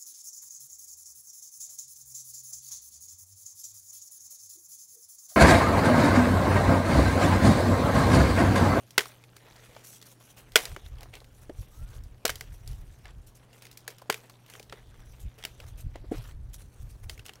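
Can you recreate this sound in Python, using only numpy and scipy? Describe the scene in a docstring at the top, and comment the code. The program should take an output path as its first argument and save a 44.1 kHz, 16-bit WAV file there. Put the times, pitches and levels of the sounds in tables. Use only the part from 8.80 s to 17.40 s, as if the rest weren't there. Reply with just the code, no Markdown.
"""Breaking chalk by hand

Close under a microphone, hands snap and crumble blocks of chalk over a tub of loose powder.
Each brittle fracture excites the modes of block and tub and sheds crumbs; pieces land with dull
knocks. Fingers rustle the dust and once draw a faint squeak. Moving air buffets the microphone
over a faint mains hum and the hiss of the room."""
import sys
import numpy as np
from scipy import signal
from scipy.fft import rfft, irfft, next_fast_len
from scipy.io import wavfile
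from scipy.ndimage import uniform_filter1d

SR = 44100
rng = np.random.default_rng(int(sys.argv[2]) if len(sys.argv) > 2 else 0)


def log_audio(samples):
    """Write samples as a 16-bit WAV file to the path given in sys.argv[1]."""
    # one column per channel
    frames = np.atleast_2d(samples).T
    # limit to full scale, then quantise
    limited = np.clip(frames, -1, 1)
    pcm = np.round(limited * 32767).astype(np.int16)
    wavfile.write(sys.argv[1], SR, pcm)


N = 379260
CONTROL_STEP, EVENT_SAMPLES = 96, 8192  # samples per control value and per snap or knock


def gain_of(db):
    """The decibel law: a factor of ten in amplitude for every 20 dB."""
    return 10 ** (np.asarray(db) / 20)

def unit_rms(x):
    """Normalisation to unit mean power."""
    return x / np.sqrt(np.mean(x ** 2) + 1e-20)

def unit_peak(x):
    """Normalisation to unit power in the loudest 4 ms."""
    return x / np.sqrt(uniform_filter1d(x ** 2, 180).max())

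def curve(rows, column):
    """Linear interpolation of one column over the times in the first."""
    rows = np.vstack(rows)
    return np.interp(np.arange(N) / SR, rows[:, 0], rows[:, column])

def upsample(control):
    return np.interp(np.arange(N) / CONTROL_STEP, np.arange(len(control)), control)

def wander(cutoff_hz):
    """Random modulation: low-passed noise of unit power."""
    lowpass = signal.butter(N=2, Wn=cutoff_hz, fs=SR, output="sos")
    return unit_rms(signal.sosfilt(lowpass, rng.standard_normal(N)))

def colour(x, spectrum):
    """Spectral shaping through (Hz, dB) points, silent beyond their ends."""
    size = next_fast_len(len(x) + 256)
    hz = np.fft.rfftfreq(size, 1 / SR)
    points_hz, points_db = np.transpose(spectrum)
    db = np.interp(np.log(hz + 1), np.log(points_hz + 1), points_db)
    inside = (hz > points_hz[0]) & (hz < points_hz[-1])
    return irfft(rfft(x, size) * gain_of(db) * inside, size)[:len(x)]

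def resonate(x, hz, width_hz):
    """A damped mode: a two-pole resonator, whose bandwidth sets its decay."""
    radius = np.exp(-np.pi * width_hz / SR)
    return signal.lfilter([1, 0, -1], [1, -2 * radius * np.cos(2 * np.pi * hz / SR), radius ** 2], x)

def ring(x, modes, detune):
    """Modal superposition: one force drives several resonances in parallel."""
    return sum(gain_of(db) * resonate(x, hz * ratio, width)
               for (hz, width, db), ratio in zip(modes, detune))


# Room hiss. Each row: frequency in Hz, relative spectral density in dB.
HISS_SPECTRUM = [(62, -31.5), (105, -9), (294, -14.5), (791, -23.5), (1370, -31), (1550, -29),
                 (2310, -38), (12700, -48), (16000, -49)]
HUM_HZ, HUM_DB, HISS_DB = 120.3, -60.5, -63

def room():
    """The noise floor: a slightly wavering mains hum over stationary hiss."""
    cycles = np.cumsum(HUM_HZ + 0.2 * wander(9)) / SR
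    hum = np.sqrt(2) * gain_of(HUM_DB + 0.48 * wander(3.1)) * np.sin(2 * np.pi * cycles)
    return hum + gain_of(HISS_DB) * unit_rms(colour(rng.standard_normal(N), HISS_SPECTRUM))


# Eddies at the microphone. Each row: frequency in Hz, relative spectral density in dB.
EDDY_SPECTRUM = [(8.8, -28.5), (15, -7), (38, 4), (64, -1), (122, -6), (201, -29), (300, -34.5), (390, -62),
                 (660, -120)]
# Air between gusts. Each row: time in seconds, level in dB.
DRAUGHT = [(0.0, -74.5), (0.95, -65.5), (1.05, -78.5), (1.5, -72), (1.7, -54.5), (2.6, -57.5), (4.3, -57),
           (4.5, -66.5), (5.0, -71.5), (5.8, -74), (6.2, -60), (6.65, -61), (6.9, -45), (8.35, -50),
           (8.5, -67.5)]
# Gusts from the moving hands. Each row: peak time in seconds, level in dB,
# seconds to rise or fall by 20 dB (taken as at least 0.04).
GUSTS = [(1.93, -36.5, .06), (2.14, -41, 0.2), (2.8, -43, 0.14), (3.03, -33, 0.07), (3.21, -36.5, 0.16),
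         (3.52, -42.5, 0.14), (3.73, -37, 0.09), (3.931, -35.5, 0.23), (4.099, -42.5, 0.06),
         (4.27, -43, .05), (4.38, -44.5, 0.15), (5.91, -54, 0), (6.25, -48, 0.48), (6.455, -33, 0.04),
         (6.96, -36, 0.02), (7.069, -28, -0.015), (7.395, -30.5, 0.04), (7.58, -41.5, 0.33),
         (7.701, -33, 0.01), (8.01, -40, 0.2), (8.12, -46.5, 0.4), (8.27, -39.5, .07), (8.391, -41, -0.06)]
# Lulls in the air. Each row: centre in seconds, depth in dB, half length in seconds.
LULLS = [(3.424, 13, 0.024), (7.942, 16, 0.05)]

def air():
    """Turbulence: low pressure swings at the microphone port swell and brighten with each gust."""
    eddies = colour(rng.standard_normal(N), EDDY_SPECTRUM)
    steady = eddies / np.sqrt(uniform_filter1d(eddies ** 2, 3500) + 1e-12)
    t = np.arange(0, N + CONTROL_STEP, CONTROL_STEP) / SR
    gust_power = sum(gain_of(db - 20 * abs(t - at) / max(fall_s, .04)) ** 2 for at, db, fall_s in GUSTS)
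    lull_db = sum(db * np.exp(-((t - at) / half_s) ** 2) for at, db, half_s in LULLS)
    level = np.sqrt(gain_of(curve(DRAUGHT, column=1)) ** 2 + upsample(gust_power))
    flutter = signal.sosfilt(signal.butter(N=2, Wn=75, btype="high", fs=SR, output="sos"), steady)
    brightening = 0.5 * ((level / gain_of(-34)) ** 0.24 - .7)
    pressure = unit_rms(steady) + brightening * unit_rms(flutter)
    return level * gain_of(2.8 * wander(14) - upsample(lull_db)) * pressure


def squeak(start_s=2.87, end_s=3.2, from_hz=1120, to_hz=1660, level_db=-67.5):
    """Friction of skin on chalk: a rising tone, made breathy by random amplitude modulation."""
    progress = np.clip((np.arange(N) / SR - start_s) / (end_s - start_s), 0, 1)
    cycles = np.cumsum(from_hz + (to_hz - from_hz) * progress) / SR
    envelope = gain_of(level_db) * np.sqrt(np.sin(np.pi * progress).clip(0))
    return envelope * (1 + .5 * wander(cutoff_hz=86)) * np.sin(2 * np.pi * cycles)


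def grains(per_s, spread_db, clump_db):
    """Shot noise: tiny contacts of uneven size, swelling in clumps."""
    size = gain_of(spread_db * rng.exponential(1, N).clip(0, 5)) * rng.standard_normal(N)
    return size * (rng.random(N) < per_s / SR) * gain_of(clump_db * wander(35))

def patchy(x, depth_db):
    """Spectral modulation: random patches of time and frequency are lifted or lowered."""
    _, _, spectra = signal.stft(x, SR, nperseg=256)
    across_pitch = uniform_filter1d(rng.standard_normal(spectra.shape), 4, axis=0)
    patches = unit_rms(uniform_filter1d(across_pitch, 16, axis=1))
    return signal.istft(spectra * gain_of(depth_db * patches), SR, nperseg=256)[1][:N]

def grit(activity, per_s=220):
    """A Poisson process: single grains tick on random pitches, louder where the hands are busy."""
    out, t = np.zeros(N), np.arange(300) / SR
    impacts = gain_of(4.2 * rng.exponential(1, N).clip(0, 3)) * (rng.random(N) < per_s / SR) * activity
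    pitch_index = rng.integers(0, 16, N)
    envelope = np.exp(-t / .0005) * np.minimum(t / .0002, 1)
    for k, hz in enumerate(np.geomspace(1100, 7500, num=16)):
        tick = envelope * (np.sin(2 * np.pi * hz * t) + .3 * rng.standard_normal(len(t)))
        out += signal.oaconvolve(impacts * (pitch_index == k), tick)[:N]
    return out

def burst_power(start_s, length_s, level_db, attack_s, release_db_per_s):
    """Incoherent addition: the summed power of attack-hold-release envelopes."""
    t = np.arange(0, N + CONTROL_STEP, CONTROL_STEP)[:, None] / SR - start_s
    envelope_db = level_db - release_db_per_s * np.maximum(t - length_s, 0)
    envelopes = gain_of(envelope_db) * np.clip(t / attack_s, 0, 1)
    return upsample((envelopes ** 2).sum(axis=1))

# Fingers resting in the dust. Each row: time in seconds, dust level in dB, crumb level in dB.
RESTING_CONTACT = [(0.0, -66, -64.5), (0.5, -71, -68.5), (0.68, -68.5, -57.5), (0.95, -62, -61),
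                   (1.37, -72, -73), (1.7, -69, -65), (2.2, -71, -62.5), (2.5, -72.5, -71.5),
                   (3.15, -69.5, -65), (3.3, -76, -69), (3.9, -65.5, -65), (4.4, -75.5, -71.5),
                   (4.85, -75.5, -63.5), (5.6, -73, -67), (6.1, -71.5, -65.5), (7.2, -76.5, -68),
                   (7.62, -77.5, -75), (8.0, -67.5, -71), (8.6, -78, -71)]
# Rubs and squeezes. Each row: start and length in seconds, dust level in dB, crumb level in dB.
RUBS = [(0.84, 0.013, -57.5, -60), (0.973, 0.074, -65, -62), (1.037, 0.13, -51, -86),
        (1.249, 0.077, -57.5, -65), (1.396, 0.12, -61, -66), (1.56, 0.051, -57, -57.5),
        (2.04, 0.042, -66, -73), (2.21, 0.034, -65, -58.5), (2.326, 0.046, -63, -53),
        (2.537, 0.054, -65.5, -74), (2.61, 0.024, -61.5, -68.5), (2.758, 0.084, -62.5, -80),
        (2.912, .13, -65, -79), (3.066, .11, -63.5, -63.5), (3.721, 0.021, -62.5, -67.5),
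        (3.854, 0.069, -63, -67.5), (4.237, 0.077, -75.5, -58), (4.463, 0.017, -57, -73),
        (4.544, 0.023, -59.5, -81.5), (4.721, .07, -65, -61.5), (4.813, 0.029, -61, -64),
        (5.072, 0.048, -64.5, -57.5), (5.675, 0.11, -61, -60.5), (5.926, 0.051, -77, -61.5),
        (6.186, 0.019, -66, -60.5), (6.247, 0.13, -68, -74.5), (6.393, 0.026, -57, -69),
        (6.576, 0.045, -61.5, -61.5), (6.774, 0.07, -67, -59.5), (6.857, 0.04, -62, -64.5),
        (6.972, 0.04, -56.5, -68.5), (7.132, 0.039, -76.5, -57.5), (7.31, 0.072, -57, -52),
        (7.402, 0.11, -61.5, -59), (7.727, 0.015, -50.5, -65.5), (7.776, 0.04, -60.5, -64.5),
        (7.996, 0.032, -63.5, -70.5), (8.088, 0.02, -62.5, -68.5), (8.228, 0.011, -57.5, -60),
        (8.28, 0.065, -61.5, -69), (8.444, 0.043, -63, -61)]

def rustle_level(column, debris_db):
    """Power summation of resting contact, rubs and debris, whose level is relative to each snap."""
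    rubs, breaks = np.transpose(RUBS), np.transpose(SNAPS)
    rubbing = burst_power(rubs[0], rubs[1], rubs[column + 1], attack_s=0.008, release_db_per_s=526)
    debris = burst_power(breaks[0], 0.029, breaks[1] + debris_db, attack_s=0.0054, release_db_per_s=131)
    return np.sqrt(gain_of(curve(RESTING_CONTACT, column)) ** 2 + rubbing + debris)

# Fine dust and coarse crumbs. Each row: frequency in Hz, relative spectral density in dB.
DUST_SPECTRUM = [(1470, -36.5), (2500, -8), (5150, -6), (5750, 0), (7300, -4.5), (9510, -3), (13000, -6),
                 (15500, -9), (16500, -17)]
CRUMB_SPECTRUM = [(200, -17.5), (450, 4), (1000, -1.5), (2200, -4), (3500, -5.5), (6000, -20.5)]

def rustle():
    """Granular noise: dust hisses between the fingers and crumbs patter on the powder bed."""
    dust = colour(patchy(grains(12000, spread_db=2.5, clump_db=1.8), depth_db=3), DUST_SPECTRUM)
    crumbs = colour(patchy(grains(7000, spread_db=2.8, clump_db=2.2), depth_db=3), CRUMB_SPECTRUM)
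    dust_level = rustle_level(column=1, debris_db=-45.5)
    crumb_level = rustle_level(column=2, debris_db=-43.5)
    ticks = gain_of(1.5) * grit(.5 * dust_level + crumb_level)
    return dust_level * unit_rms(dust) + crumb_level * unit_rms(crumbs) + ticks


def knock(level_db, hz, t60):
    """A soft impact: a blunt, lumpy force excites three low modes of the powder bed."""
    cycles = np.arange(EVENT_SAMPLES) / SR * hz  # a bigger piece settles more slowly
    quarter_period = int(SR / hz / 4)
    noise = rng.standard_normal(EVENT_SAMPLES)
    lumps = unit_rms(uniform_filter1d(uniform_filter1d(noise, quarter_period), quarter_period))
    push = 1.4 * cycles * np.exp(-cycles / 0.29)
    settling = 0.388 * lumps * np.exp(-cycles / 2.0) * np.minimum(cycles / 1.6, 1)
    width_hz = 2.2 / t60
    modes = [(hz, width_hz, 0), (hz * 1.36, width_hz * 2.04, -2.5), (hz * 2.2, width_hz * 3, -14)]
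    bed = sum(gain_of(db) * unit_peak(resonate(push + settling, f, width)) for f, width, db in modes)
    return gain_of(level_db - 8.0) * unit_peak(bed)

def place(sound, events):
    """Linear superposition: one sound for each row, added at its start time."""
    out = np.zeros(N + EVENT_SAMPLES)
    for start_s, *settings in events:
        out[round(start_s * SR):][:EVENT_SAMPLES] += sound(*settings)
    return out[:N]

# Knocks on the bed. Each row: start in seconds, relative level in dB,
# frequency of the lowest mode in Hz, its 60 dB decay time in seconds.
KNOCKS = [(0.963, -35.5, 604, 0.015), (1.963, -36.5, 397, 0.038), (2.228, -43.5, 556, 0.017),
          (2.256, -42, 760, 0.014), (2.416, -45.5, 620, 0.01), (2.695, -28, 354, 0.033),
          (3.45, -17.5, 474, 0.032), (4.252, -43.5, 774, 0.042), (5.219, -37, 660, 0.01),
          (5.296, -18.5, 450, 0.024), (5.798, -38, 443, 0.019), (5.925, -35, 438, 0.021),
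          (7.154, -31.5, 435, 0.02), (7.24, -39, 385, 0.033), (7.314, -15.5, 314, 0.063),
          (7.338, -31.5, 328, 0.04)]

def knocks():
    """Impact excitation: dropped pieces and hard breaks jolt the powder bed."""
    return place(knock, KNOCKS)


# Modes of the block, and of the tub with its powder. Each row: frequency and width in Hz, gain in dB.
CHALK_MODES = [(1650, 130, -6.5), (2130, 400, 9), (3040, 530, 6), (4460, 540, -15)]
TUB_MODES = [(343.8, 710, 4), (450, 47, -2.5), (697, 87, -4)]
# The bright hiss of a crack. Each row: frequency in Hz, relative spectral density in dB.
CRACK_SPECTRUM = [(2500, -20.5), (4500, -2), (7000, -6.5), (10000, -8.5), (14000, -10), (17000, -11.5)]
FRACTURE_S, FRACTURE_EXPONENT = 0.0032, 0.46  # fracture time of a 1500 Hz piece; smaller ones part faster

def snap(level_db, hz, bright_db):
    """Brittle fracture: a run of tiny breaks, then falling crumbs; both hiss and ring block and tub."""
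    t = np.arange(EVENT_SAMPLES) / SR
    fracture_s = FRACTURE_S / (hz / 1500) ** FRACTURE_EXPONENT
    fracture = (1 - np.exp(-t / 0.00035)) * np.exp(-(t / fracture_s) ** 1.154)
    spurts = gain_of(unit_rms(uniform_filter1d(rng.standard_normal(len(t)), 120)))
    landing = gain_of(-23.5 - 0.2 * level_db) * (1 - np.exp(-t / 0.0034)) * spurts
    showers = np.array([landing * gain_of(-60 * t / t60) for t60 in (.16, .18, .13)])
    uneven = gain_of(5.7 * rng.exponential(1, len(t)).clip(0, 3))
    noise = rng.standard_normal((3, len(t)))
    block_force, tub_force, crack_force = noise * (uneven * fracture + 2 * np.sqrt(uneven) * showers)
    block_detune, tub_detune = rng.uniform(.92, 1.0, (2, len(CHALK_MODES)))  # pieces vary in size

    # A chip rings mostly on its own pitch; a hard break shakes the whole block.
    piece = unit_peak(resonate(noise[0] * uneven * fracture, hz, width_hz=400))
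    coupling = np.clip(1 + level_db / 42, .3, 1)
    body = unit_peak(ring(block_force, CHALK_MODES, block_detune))
    crumbs = unit_peak(colour(block_force, CRUMB_SPECTRUM))
    block = piece + coupling * (1.7 * body + 0.4 * crumbs)
    tub = ring(tub_force, TUB_MODES, tub_detune)
    crack = colour(crack_force, CRACK_SPECTRUM)

    shake_db = -1.3 * max(bright_db + 15.5, 0)  # the brightest ticks hardly move the block
    jolt_db = -20.5 + 0.044 * level_db  # harder breaks jolt the tub more
    parts = (block, shake_db - 10.5), (tub, shake_db + jolt_db), (crack, bright_db + 0.5)
    return sum(gain_of(level_db + db) * unit_peak(part) for part, db in parts)

# Snaps and ticks. Each row: start in seconds, nominal level in dB,
# ringing frequency of the piece in Hz, relative level of the bright crack in dB.
SNAPS = [(0.1067, -37, 2870, -11), (0.1796, -2, 1460, -16.5), (0.1913, -11.5, 1800, -23),
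         (0.2062, -17.5, 1720, -16.5), (0.256, -30, 1240, -21), (0.438, -38.5, 2090, -27),
         (0.5654, -37, 1350, -12.5), (0.7612, -45, 4540, -20), (0.9641, -36, 1240, -34),
         (1.2149, -39, 3500, -12), (1.2252, -35, 3500, -13), (1.72, -38, 3400, -14),
         (1.734, -47, 3250, -13), (1.7572, 3, 3120, -18.5), (1.7631, -4.5, 2110, -15),
         (1.774, -14, 3300, -17), (1.8538, -21.5, 4730, -11.5), (1.916, -38, 910, -27),
         (1.9631, -25, 1510, -34), (2.062, -38, 3570, -25), (2.1838, -43, 2980, -17.5),
         (2.208, -36.5, 3440, -13), (2.231, -34.5, 2390, -12.5), (2.338, -32, 2590, -22),
         (2.3526, -34.5, 3150, -14.5), (2.403, -41, 3970, -17), (2.4433, -44, 2230, -16),
         (2.6954, -39, 1650, -33.5), (3.237, -46, 5500, -9.5), (3.4528, -8, 1570, -12.5),
         (3.463, -18.5, 1690, -22), (3.479, -19, 2000, -12), (3.4939, -14.5, 1620, -20),
         (3.501, -19, 1980, -12.5), (3.556, -28, 3070, -11.5), (3.6091, -23.5, 2120, -13.5),
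         (3.8759, -33, 4470, -10), (3.9301, -44.5, 3070, -11.5), (4.255, -33.5, 1695, -40.5),
         (4.7298, -44.5, 2830, -17), (4.822, -36, 2680, -12.5), (4.8528, -35.5, 2320, -13.5),
         (4.867, -38.5, 2400, -13), (4.9132, -38.5, 3600, -11.5), (4.928, -44, 3020, -11),
         (4.9728, -34, 2320, -10.5), (5.0051, -50.5, 3500, -9), (5.078, -21, 1620, -13),
         (5.103, -38, 1640, -12.5), (5.183, -41, 3010, -11), (5.217, -42, 895, -13),
         (5.2992, -8, 1530, -18), (5.325, -21.5, 2340, -14), (5.3424, -22, 2400, -17),
         (5.497, -37.5, 1090, -13), (5.6625, -43.5, 3000, -15), (5.699, -36.5, 1940, -13),
         (5.737, -34.5, 3070, -16), (5.7519, -34.5, 1500, -39), (5.7962, -33, 2430, -14),
         (5.8275, -39, 3000, -11.5), (5.897, -35.5, 3770, -35), (5.9241, -28.5, 1470, -41.5),
         (6.142, -45.5, 1100, -28), (6.5858, -41.5, 2800, -14.5), (6.6256, -37, 2150, -32),
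         (6.638, -25.5, 3240, -21), (6.6507, -18.5, 3050, -15), (6.8016, -34, 2310, -17),
         (7.1566, -33.5, 870, -42.5), (8.296, -24, 2930, -14), (8.377, -39, 2500, -19),
         (8.393, -34.5, 2770, -20.5), (8.4537, -38.5, 2780, -17), (8.4624, -31, 2780, -11.5),
         (8.483, -36, 2960, -30), (8.493, -28, 2500, -38), (8.5348, -38.5, 2860, -13.5),
         (8.5553, -41, 5550, -16.5)]

def snaps():
    """Impulsive excitation: the chalk breaks in loud snaps and small ticks."""
    return place(snap, SNAPS)


def scene():
    """Superposition of all sources in one channel."""
    return (snaps() + knocks() + rustle() + air() + room() + squeak())[None]

def record(dry):
    """Hard clipping at full scale, then band limiting by a low-pass filter."""
    lowpass = signal.firwin(511, cutoff=15900, window=("kaiser", 9), fs=SR)
    return signal.oaconvolve(np.clip(dry, -1, 1), lowpass[None], "same")


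dry = scene()
out = record(dry)
log_audio(out)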